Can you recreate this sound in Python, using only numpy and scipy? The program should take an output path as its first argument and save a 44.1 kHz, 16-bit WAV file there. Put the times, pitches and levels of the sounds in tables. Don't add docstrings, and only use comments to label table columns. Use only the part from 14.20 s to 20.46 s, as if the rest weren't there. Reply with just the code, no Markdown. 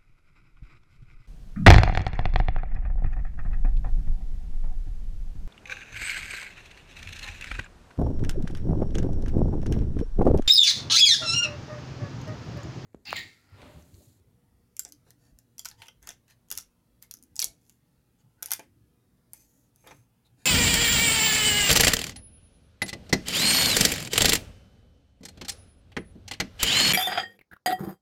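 import sys
import numpy as np
from scipy import signal
from scipy.fft import rfft, irfft
from scipy.io import wavfile
from scipy.ndimage import uniform_filter1d

SR = 44100
rng = np.random.default_rng(int(sys.argv[2]) if len(sys.argv) > 2 else 0)


def persist_wave(psi):
    counts = np.round(np.clip(psi, -1, 1) * 32767).astype(np.int16)
    wavfile.write(sys.argv[1], SR, np.atleast_2d(counts).T)


N = 275889


def gain_of(db):
    return 10 ** (np.asarray(db) / 20)


def evened(x):
    return x / np.sqrt(np.mean(x ** 2) + 1e-20)


def read_curve(points, hz):
    point_hz, value = np.transpose(points)
    return np.interp(np.log(hz + 1), np.log(point_hz + 1), value)


def add(mix, start_s, sound):
    part = mix[max(round(start_s * SR), 0):][:len(sound)]
    part += sound[:len(part)]


def colour(x, tone, tilt_db=0):
    hz = np.fft.rfftfreq(len(x), 1 / SR)
    curve_db = read_curve(tone, hz) + tilt_db * np.log2(hz + 1)
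    return evened(irfft(rfft(x) * gain_of(curve_db), len(x)))


def resonate(x, hz, width_hz):
    pole = np.exp((2j * np.pi * hz - np.pi * width_hz) / SR)
    return evened(signal.lfilter([1], [1, -pole], x).real)


def narrow_noise(n, hz, width_hz):
    return resonate(resonate(rng.standard_normal(n), hz, width_hz), hz, width_hz)


def finger_hollow(x, depth_db, spacing_hz=260):
    spectrum = rfft(x)
    size = max(round(spacing_hz * len(x) / SR), 1)
    ripple = rng.standard_normal(len(spectrum))
    ripple = evened(uniform_filter1d(uniform_filter1d(ripple, size), size))
    return evened(irfft(spectrum * gain_of(depth_db * ripple), len(x)))


# frequency_hz, relative_db
BACKGROUND_TONE = [(15, -25.5), (30, -16.5), (50, -2.5), (80, -4.5), (130, -4), (160, -9.5), (300, -12),
                   (450, -21), (700, -25), (1200, -29), (3000, -34), (8000, -36.5), (10000, -33),
                   (16000, -36)]
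# pitch_hz, level_db
HUM_NOTES = [(119, -75), (178, -81), (238, -80), (480, -85.5)]


def rumble_and_hum(noise_db=-67.5, waver=0.56, patchy_db=3.0, patchy_below_hz=7000):
    hum, t = np.zeros(N), np.arange(N) / SR
    for hz, db in HUM_NOTES:
        wobble = waver * resonate(rng.standard_normal(N), hz, width_hz=4)
        hum += gain_of(db) * evened(np.sin(2 * np.pi * hz * t) + wobble)
    hz, _, bands = signal.stft(colour(rng.standard_normal(N), BACKGROUND_TONE), SR, nperseg=2048)
    patches = uniform_filter1d(rng.standard_normal(bands.shape), size=5, axis=0)
    patches = evened(uniform_filter1d(patches, size=8, axis=1))
    bands *= gain_of(patchy_db * patches / (1 + (hz[:, None] / patchy_below_hz) ** 4))
    noise = evened(signal.istft(bands, SR, nperseg=2048)[1][:N])
    return gain_of(noise_db) * noise + hum


# middle_s, level_db (before halving), pitch_hz
THUDS = [(0.149, -60.5, 121), (0.741, -63, 301), (1.13, -58, 47), (1.588, -56.5, 106.4), (1.82, -58, 55),
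         (2.37, -57.5, 76), (3, -62, 246), (3.3, -57.5, 56), (4.069, -56.5, 121.8), (5.78, -56.5, 116.5),
         (6.16, -60, 116)]


def table_thuds(length_s=0.14, width_hz=35):
    out, n = np.zeros(N), round(length_s * SR)
    for middle_s, db, hz in THUDS:
        boom = evened(narrow_noise(n, hz, width_hz) * np.hanning(n))
        add(out, middle_s - length_s / 2, gain_of(db) * boom / 2)
    return out


# frequency_hz, relative_db
CELL_TONE = [(2500, -30), (3700, -15), (4600, -4), (6000, -2.5), (7400, -5), (8400, -13), (10000, -38)]
SHEET_TONE = [(100, -26), (500, -21.5), (800, -10.5), (1100, -10.5), (1450, 2), (1850, -6), (2250, -2.5),
              (2900, -0.5), (3600, -2), (4500, -20.5)]
FIZZ_TONE = [(7000, -29.5), (8700, -1), (9600, 2.5), (10700, -2.5), (12000, 2.5), (13500, -3),
             (15000, -5.5), (16500, -12.5)]


def cell_snap(db, sheet_db, fizz_db, ring_hz, ring_share=0.41, usual_hz=6200):
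    t = np.arange(1024) / SR

    def burst(noise, fade_s, rise_s=.0005):
        shaped = noise * np.minimum(t / rise_s, 1) ** 2 * np.exp(-(t / fade_s) ** 1.4)
        return shaped * np.sqrt(.004 * SR) / np.linalg.norm(shaped)

    cell, sheet, fizz = rng.standard_normal((3, len(t)))
    cell = (1 - ring_share) * cell + ring_share * resonate(cell, ring_hz, width_hz=1000)
    flake_tone = np.array(CELL_TONE) * [ring_hz / usual_hz, 1]
    cell = burst(colour(cell, flake_tone), fade_s=.0017)
    sheet = burst(finger_hollow(colour(sheet, SHEET_TONE), depth_db=5), fade_s=.0065)
    fizz = burst(colour(fizz, FIZZ_TONE), fade_s=.0017)
    return gain_of(db) * (cell + gain_of(sheet_db) * sheet + gain_of(fizz_db) * fizz)


def small_snap(db, sheet_db, fizz_db, near_hz=6400, scatter=.08):
    return cell_snap(db, sheet_db, fizz_db, near_hz * (1 + scatter * rng.uniform(-1.2, 1)))


# start_s, level_db, sheet_relative_db, fizz_relative_db, pitch_hz
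SNAPS = [(0.5664, -46, -13, -1.5, 7000), (0.5936, -26.5, -21.5, -3, 7600), (0.6498, -38, -19, -15, 6800),
         (.722, -46.5, -18.5, -2, 6230), (.9055, -56, -7.5, 2.5, 6000), (1.1876, -55.5, -14.5, 0, 6600),
         (1.3814, -45, -14, -3.5, 5960), (1.3933, -36, -10.5, -5, 6600), (1.448, -43, -11, -3, 6250),
         (1.4545, -36, -7, -7.5, 5500), (1.4573, -36, -6.5, -6, 7040), (1.487, -41.5, -26, -7, 6460),
         (1.5127, -50, -5.5, -6, 4820), (1.6192, -53.5, 10.5, -25, 4330), (1.6827, -49, 2.5, -7.5, 6200),
         (1.8723, -43, -2.5, -3, 6450), (1.8899, -37, -7, -6.5, 6460), (1.9044, -44, -7.5, -17, 6100),
         (2.303, -40.5, -13, -2.5, 6600), (2.3139, -33.5, -6.5, 3, 6700), (2.3241, -36, -11, -1, 6400),
         (2.3756, -32.5, -13.5, 1, 6100), (2.3847, -35, -12.5, -7, 6400), (2.4082, -48.5, -27, -4, 6000),
         (2.825, -50, -11, 4.5, 6360), (2.911, -40.5, -14.5, 1, 6200), (2.939, -42, -18.5, -1.5, 6400),
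         (3.0257, -57.5, -19.5, 4, 6900), (3.0367, -60, -22, 3.5, 6470), (3.1568, -50, -22, 3.5, 6540),
         (3.1642, -37, -27, -10, 6650), (3.1927, -22, -33.5, -11.5, 6400), (3.2008, -31.5, -9, 3, 7600),
         (3.2177, -24, -26, -18.5, 6050), (3.2245, -27, -8.5, 0.5, 4780), (3.2429, -24, -26, -1, 6700),
         (3.4957, -56, -9.5, -1, 6300), (4.2244, -48.5, 5.5, 13, 6700), (4.228, -34, -16, 2, 6260),
         (4.259, -39.5, -16, 6, 6500), (4.3068, -38, -3.5, 2, 5850), (4.3167, -30, -3.5, 8, 5960),
         (4.3235, -31.5, -10, -1.5, 5860), (4.3343, -30, -9, 3.5, 6400), (4.3946, -48.5, -1.5, -2.5, 6400),
         (5.1334, -47.5, -18, 9, 7530), (5.5598, -65, -11, 6, 6250), (5.672, -58.5, 5.5, 6, 6200)]


def wax_snaps(crumb_db=-19.5, crumb_spread_db=9, crumb_lag_s=.012):
    out = np.zeros(N)
    for start_s, db, sheet_db, fizz_db, hz in SNAPS:
        add(out, start_s, cell_snap(db, sheet_db, fizz_db, hz))
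        for late, weak in rng.random((4, 2)):
            size_db = crumb_db - crumb_spread_db * (weak + late) / 2
            crumb = small_snap(db + size_db, sheet_db + 2, fizz_db - 2)
            add(out, start_s - crumb_lag_s * np.log(1 - late), crumb)
    return out


# frequency_hz, fade_s
ECHO_FADES = [(150, .42), (700, 0.17), (2000, 0.2317), (6000, 0.205), (11000, 0.19), (16000, 0.15)]
# frequency_hz, level_db
ECHO_TONE = [(150, -5), (800, -6), (2000, -6), (4000, -6), (6800, -11.5), (8300, -10), (11000, -9.5),
             (16000, -14.5)]


def room_echo(x, first_s=0.0017, near_db=3, near_fade_s=0.028):
    t = np.arange(SR) / SR
    bounces = rng.standard_normal(SR) * (rng.random(SR) < 1 / 8) * (t > first_s)
    bounces *= 1 + gain_of(near_db) * np.exp(-t / near_fade_s)
    hz, age_s, bands = signal.stft(bounces, SR, nperseg=256)
    bands *= gain_of(-60 * age_s / read_curve(ECHO_FADES, hz)[:, None])
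    tail = signal.istft(bands, SR, nperseg=256)[1][:SR]
    tone = gain_of(read_curve(ECHO_TONE, np.fft.rfftfreq(SR, 1 / SR)))
    tail = irfft(rfft(tail / np.linalg.norm(tail)) * tone)
    return signal.fftconvolve(x, tail[:SR // 2])[:N]


# frequency_hz, relative_db
SCUFF_TONE = [(60, -12), (200, -3.5), (400, -0.5), (800, 0), (1150, -6.5), (1600, -7), (2300, -6),
              (3000, -19), (6000, -25), (9000, -37), (15000, -51)]
# pitch_hz, relative_db, fade_s (to fall by 60 dB)
WOOD_NOTES = [(290, -6.5, 0.3), (409.5, 2, 0.11), (528, 1, 0.13), (703, -4.5, 0.044), (851.7, 5.5, 0.076),
              (1057, -8.5, 0.023), (1390, -7.5, 0.044), (2136, -8, 0.077)]
# start_s, relative_db, decay_s, brightness_db_per_octave
BUMPS = [(.652, -56, 0.021, 1), (.866, -64, 0.032, -5), (1.621, -51.5, 0.01, 8.5), (1.684, -54, .007, 4.5),
         (1.878, -57.5, 0.027, -0.5), (2.316, -52.5, 0.024, -4), (3.226, -55.5, .058, -2.5),
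         (4.226, -53, 0.035, 2.5), (4.318, -39, 0.022, 13.5), (4.393, -42, .013, 1),
         (4.431, -63, 0.016, 10), (5.134, -58, .02, 11), (5.641, -58.5, 0.049, -1),
         (5.666, -44.5, 0.0073, -1), (5.672, -50.5, .035, 5), (5.709, -42, .007, 3.5),
         (5.719, -43, 0.0039, 0)]


def table_bumps(rise_s=0.00053, overall_db=-2, ring_db=-3):
    out, t = np.zeros(N), np.arange(8192) / SR
    hz, note_db, fade_s = np.transpose(WOOD_NOTES)[:, :, None]
    for start_s, db, decay_s, tilt_db in BUMPS:
        scuff = colour(rng.standard_normal(len(t)), SCUFF_TONE, tilt_db)
        scuff = finger_hollow(scuff, depth_db=4) * np.exp(-t / decay_s)
        detune, phase = rng.random((2, len(hz), 1))
        notes = np.sin(2 * np.pi * (hz * (.95 + 0.095 * detune) * t + phase))
        notes *= gain_of(note_db + tilt_db * np.log2(hz))
        ring = (notes * gain_of(-60 * t / fade_s)).sum(0)
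        ring *= gain_of(ring_db) * np.linalg.norm(scuff) / np.linalg.norm(ring)
        add(out, start_s, gain_of(db) * (scuff + ring) * np.minimum(t / rise_s, 1))
    return gain_of(overall_db) * out


# start_s, end_s, level_db (a usual snap at full pressure), sheet_relative_db
PINCHES = [(.67, 0.708, -63, -24), (1.39, 1.416, -50.5, -12), (1.452, 1.52, -59, -4),
           (1.633, 1.682, -61, 6), (1.814, 1.829, -57, -7), (1.88, 1.944, -59.5, -1.5),
           (2.075, 2.116, -66, 3), (2.28, 2.44, -52.5, -7), (2.948, 2.99, -60, -29),
           (3.169, 3.19, -49, -26), (3.411, 3.54, -72.5, -18), (4.238, 4.305, -54, -4.5)]


def pinch_crackle(snaps_per_s=70, spread_db=3.5):
    out = np.zeros(N)
    for start_s, end_s, db, sheet_db in PINCHES:
        count = max(round((end_s - start_s) * snaps_per_s), 1)
        for progress in (np.arange(count) + rng.random(count)) / count:
            pressure = np.sqrt(np.sin(np.pi * progress))
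            snap = small_snap(db + spread_db * rng.standard_normal(), sheet_db, fizz_db=-1)
            add(out, start_s + progress * (end_s - start_s), pressure * snap)
    return out


def skin_squeak(n, hz, width_share=0.14, hollow_hz=840, hollow_db=-13):
    squeak = narrow_noise(n, hz, width_share * hz)
    scrape = narrow_noise(n, hollow_hz, width_share * hollow_hz)
    return evened(squeak + gain_of(hollow_db) * scrape)


# frequency_hz, relative_db
SKIN_TONE = [(200, -11), (900, -7), (1200, -11), (1700, -4.5), (3300, -8), (4500, -7.5), (6900, -2),
             (8200, -8.5), (12000, -6), (16000, -19.5)]
# start_s, end_s, relative_db, brightness_db_per_octave, squeak_relative_db, squeak_hz
RUBS = [(.843, 0.938, -71, -0.5, -7, 4000), (0.974, 1.136, -71, -1.5, -10, 6800),
        (1.485, 1.569, -68.5, -4.5, 0, 830), (1.569, 1.694, -60.5, -2, -3, 890),
        (1.817, 1.868, -60, -3, -7.5, 1500), (1.856, 1.925, -55.5, -2, -5.5, 784),
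        (2.072, 2.146, -64.5, -1.5, -3.5, 1790), (2.815, 2.859, -60, 1.5, -7, 2100),
        (3.141, 3.278, -69, -2, 2, 850), (3.375, 3.6, -74.5, 4.5, -10, 6500),
        (3.98, 4.03, -72.5, -3, -6, 6800), (4.168, 4.25, -73, -4, 0, 1500),
        (4.276, 4.348, -59.5, -1, 1.5, 840), (5.115, 5.279, -62.5, 4.5, -11, 6700),
        (5.15, 5.52, -72, 7.5, -3.5, 6800), (5.538, 5.862, -66.5, 2.5, -13, 2400),
        (6.045, 6.081, -73, 0, 4.5, 3850), (6.165, 6.301, -66, -2, -12, 2400)]


def finger_rubs(slips_per_s=2500, spread_db=3, hiss=0.35, overall_db=-1):
    out = np.zeros(N)
    for start_s, end_s, db, tilt_db, squeak_db, squeak_hz in RUBS:
        n = max(round((end_s - start_s) * SR), 256)
        slipping = rng.random(n) < slips_per_s / SR
        slips = slipping * gain_of(spread_db * np.minimum(rng.exponential(1, n), 4))
        friction = colour((slips + hiss) * rng.standard_normal(n), SKIN_TONE, tilt_db)
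        stroke = finger_hollow(friction, depth_db=4) + gain_of(squeak_db) * skin_squeak(n, squeak_hz)
        swell = np.sin(np.linspace(0, np.pi, n))
        add(out, start_s, gain_of(db) * stroke * swell)
    return gain_of(overall_db) * out


def scene():
    hands = wax_snaps() + table_bumps() + finger_rubs() + pinch_crackle()
    return (hands + room_echo(hands) + table_thuds() + rumble_and_hum())[None]


def record(dry):
    treble_cut = signal.firwin(255, cutoff=16400, window=("kaiser", 8), fs=SR)
    return signal.oaconvolve(dry, treble_cut[None], "same")


dry = scene()
out = record(dry)
persist_wave(out)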